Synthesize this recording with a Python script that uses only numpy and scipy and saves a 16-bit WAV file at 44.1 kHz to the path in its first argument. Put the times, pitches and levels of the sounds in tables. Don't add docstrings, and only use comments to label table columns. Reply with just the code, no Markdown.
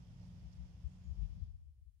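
import sys
import numpy as np
from scipy import signal
from scipy.fft import rfft, irfft
from scipy.io import wavfile
from scipy.ndimage import uniform_filter1d

SR = 44100
rng = np.random.default_rng(int(sys.argv[2]) if len(sys.argv) > 2 else 0)


def persist_wave(psi):
    counts = np.round(np.clip(psi, -1, 1) * 32767).astype(np.int16)
    wavfile.write(sys.argv[1], SR, np.atleast_2d(counts).T)


N = 88200
T, HZ = np.arange(N) / SR, np.fft.rfftfreq(N, 1 / SR)


def amp(db):
    return 10 ** (np.asarray(db) / 20)


def unit_rms(x):
    return x / np.sqrt(np.mean(x ** 2) + 1e-20)


def spectrum(points, hz=HZ):
    frequencies, values = np.transpose(points)
    return np.interp(np.log(hz + 1), np.log(frequencies + 1), values)


def envelope(points, column=1):
    table = np.transpose(points)
    return amp(np.interp(T, table[0], table[column]))


def noise(gain):
    return unit_rms(irfft(rfft(rng.standard_normal(N)) * gain, N))


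def drift(rate_hz):
    return noise(np.exp(-(HZ / rate_hz) ** 2) * (HZ > 0))


def band(hz, octaves):
    return noise(np.exp(-.5 * (np.log2((HZ + 1) / hz) / octaves) ** 2))


def bell(centre, half_width):
    return np.exp(-.5 * ((T - centre) / half_width) ** 2)


def bursts(rows, octaves):
    return sum(amp(db) * bell(centre, half_width) * np.array([band(hz, octaves), band(hz, octaves)])
               for centre, half_width, db, hz in rows)


def traffic():
    # (frequency [Hz], relative spectral level [dB])
    rumble_spectrum = [(20, -48), (33, -17.5), (46, -0.5), (60, 3.5), (90, 1), (125, 2.5), (170, -8),
                       (192, -14), (212, -17.5), (260, -23), (330, -34), (600, -64.5)]
    # (frequency [Hz], level before the envelopes [dB])
    engine_tones = [(179.4, -61.5), (159, -67.5), (208.5, -77.5), (253.6, -82.5), (305.2, -86.5)]
    # (time [s], level [dB])
    hum_levels = [(0, -4), (.13, -1.5), (.22, 2.5), (.5, -0.5), (.9, 0.5), (1.2, -3), (1.45, -4),
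                  (2, -11.5)]
    shape, correlation = amp(spectrum(rumble_spectrum)), 0.77
    mid = noise(shape) * np.sqrt((1 + correlation) / 2)
    side = noise(shape) * np.sqrt((1 - correlation) / 2)
    waver_db, waver_hz = 2.5, 1.83
    hum = np.zeros(N)
    for hz, db in engine_tones:
        amplitude = np.sqrt(2) * amp(db + waver_db * drift(5.4))
        cycles = np.cumsum(hz + waver_hz * drift(8.4)) / SR + rng.random()
        hum += amplitude * np.sin(2 * np.pi * cycles)
    return amp(-54.5) * np.array([mid + side, mid - side]) + hum * envelope(hum_levels)


def air(size=512):
    # (frequency [Hz], relative spectral level [dB])
    hiss_spectrum = [(100, -4), (350, -0.5), (580, 0.5), (880, -1.5), (1150, -5.5), (1600, -8), (2400, -8),
                     (3300, -6.5), (4100, -12.5), (5200, -6), (6000, -11), (6900, -14), (7900, -21.5),
                     (9300, -20.5), (10500, -28), (12000, -27), (15500, -46)]
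    # (frequency [Hz], left minus right level [dB])
    level_differences = [(60, -9.5), (110, 2), (200, 7), (380, 1), (700, 0.5), (1280, 0.5), (2370, -4.0),
                         (4370, -9), (8070, -8.5), (14900, 2)]
    # (frequency [Hz], left-right correlation [-1 to 1])
    correlations = [(200, 0.76), (500, 0.6), (900, 0.084), (1400, -0.19), (2500, 0.0083), (5000, -0.11),
                    (15000, 0.19)]
    patch_db, swell_db = 0.45, 0.3
    hop, hz = size // 4, np.fft.rfftfreq(size, 1 / SR)
    re_left, im_left, re_other, im_other, patches = rng.standard_normal((N // hop + 5, len(hz), 5)).T
    left, independent = re_left + 1j * im_left, re_other + 1j * im_other
    correlation = spectrum(correlations, hz)[:, None]
    right = correlation * left + np.sqrt(1 - correlation ** 2) * independent
    tilt = amp(spectrum(level_differences, hz) / 2)[:, None]
    pair = np.array([left * tilt, right / tilt]) / np.sqrt(tilt ** 2 + tilt ** -2)
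    patches = uniform_filter1d(patches, size=9, axis=0)
    patches = unit_rms(uniform_filter1d(patches, size=20, axis=1))
    shape = amp(spectrum(hiss_spectrum, hz)[:, None] + patch_db * patches)
    hiss = signal.istft(pair * shape, nperseg=size, noverlap=size - hop)[1][:, :N]
    return amp(-73 + swell_db * drift(4.7)) * unit_rms(hiss)


def breeze():
    # (frequency [Hz], relative spectral level [dB])
    turbulence_spectrum = [(15, -47), (30, -25.5), (44, -2), (56, 3), (75, -3), (105, -8), (150, -26),
                           (200, -43), (320, -56.5), (700, -77.5)]
    # (time [s], left level [dB], right level [dB])
    wind_levels = [(0, -73.5, -61.5), (.45, -63.5, -66.5), (.75, -64.5, -75.5), (.98, -69, -75),
                   (1.1, -43.5, -62), (1.3, -45.5, -65), (1.45, -44, -53), (1.56, -52, -59.5),
                   (1.66, -62.5, -62.5), (1.88, -61.5, -68.5), (2, -64.5, -72)]
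    shape = amp(spectrum(turbulence_spectrum))
    return np.array([noise(shape) * envelope(wind_levels, column) for column in (1, 2)])


def microphone_hiss():
    # (frequency [Hz], relative spectral level [dB])
    self_noise_spectrum = [(100, 19.5), (600, -4), (1500, -3), (3000, 1.5), (5500, -1), (7800, -1),
                           (9400, 2), (11500, 0), (13000, -11), (15500, 0.5)]
    shape = amp(spectrum(self_noise_spectrum))
    return np.array([noise(shape) * amp(-91.5), noise(shape) * amp(-89.5)])


def swishes():
    # (time [s], half-width [s], level [dB], centre frequency [Hz])
    swells = [(.23, 0.036, -76.5, 670), (1.235, 0.068, -81, 408), (1.395, 0.022, -56, 143),
              (1.81, 0.019, -99, 583)]
    return bursts(swells, octaves=0.44)


def leaves():
    # (time [s], half-width [s], level before panning [dB], centre frequency [Hz])
    brushes = [(.24, 0.04, -82.5, 5100), (0.283, 0.021, -89, 8700), (.531, 0.008, -77, 5250),
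               (.555, 0.016, -91, 8400), (0.817, 0.03, -96, 9300), (0.93, 0.049, -87, 7000),
               (1.235, 0.018, -81.5, 3000), (1.43, 0.054, -91, 3720)]
    return bursts(brushes, octaves=0.31) * amp([[-3], [3]])


def puffs():
    # (time [s], half-width [s], level [dB], frequency [Hz])
    eddies = [(0.467, .018, -45.5, 61.92), (0.615, 0.024, -42, 60.2), (0.862, 0.012, -33.5, 68),
              (1.109, .02, -39.5, 69.9), (1.22, 0.036, -33.5, 51), (1.324, 0.017, -39.5, 59.92),
              (1.429, 0.0084, -37.5, 77.73), (1.544, .012, -47, 67.57), (1.692, 0.028, -53, 72.3),
              (1.826, 0.012, -48.5, 62.04), (1.882, 0.012, -51.5, 64.2)]
    wander, strong_puff_db = 0.071, -36
    left = np.zeros(N)
    for centre, half_width, db, hz in eddies:
        cycles = np.cumsum(hz * (1 + wander * drift(30))) / SR + rng.random()
        thud = np.sqrt(2) * np.sin(2 * np.pi * cycles)
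        flutter = amp(db - strong_puff_db - 20) * band(hz=127, octaves=0.37)
        left += amp(db) * bell(centre, half_width) * (thud + flutter)
    return np.array([left, np.zeros(N)])


def high_note():
    note_levels = [(.97, -140), (1.02, -91), (1.04, -92), (1.06, -85.5), (1.085, -92), (1.105, -88),
                   (1.16, -140)]
    pitch_hz, width_hz = 6830, 62
    whistle = noise(np.exp(-.5 * ((HZ - pitch_hz) / width_hz) ** 2))
    return whistle * envelope(note_levels) * amp([[-5], [3]])


def scene():
    background_levels = [(0, -.5), (.25, -0.5), (.4, -0.36), (.8, -1.77), (1.1, -2.44), (1.24, -1.5),
                         (1.31, -3.5), (1.44, -6), (1.52, -12.5), (1.62, -18), (1.75, -24.5), (2, -34)]
    background = (traffic() + air()) * envelope(background_levels)
    wind = breeze() + puffs() + swishes()
    return background + wind + leaves() + high_note() + microphone_hiss()


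def record(dry):
    low_cut_hz, high_cut_hz = 35, 15700
    hz = np.fft.rfftfreq(2 * N, 1 / SR)
    high_pass = 1 / np.sqrt(1 + (low_cut_hz / (hz + 1)) ** 10)
    thinned = irfft(rfft(dry, 2 * N) * high_pass)[:, :N]
    low_pass = signal.firwin(511, high_cut_hz, window=("kaiser", 9), fs=SR)
    return signal.oaconvolve(thinned, low_pass[None], "same")


dry = scene()
out = record(dry)
persist_wave(out)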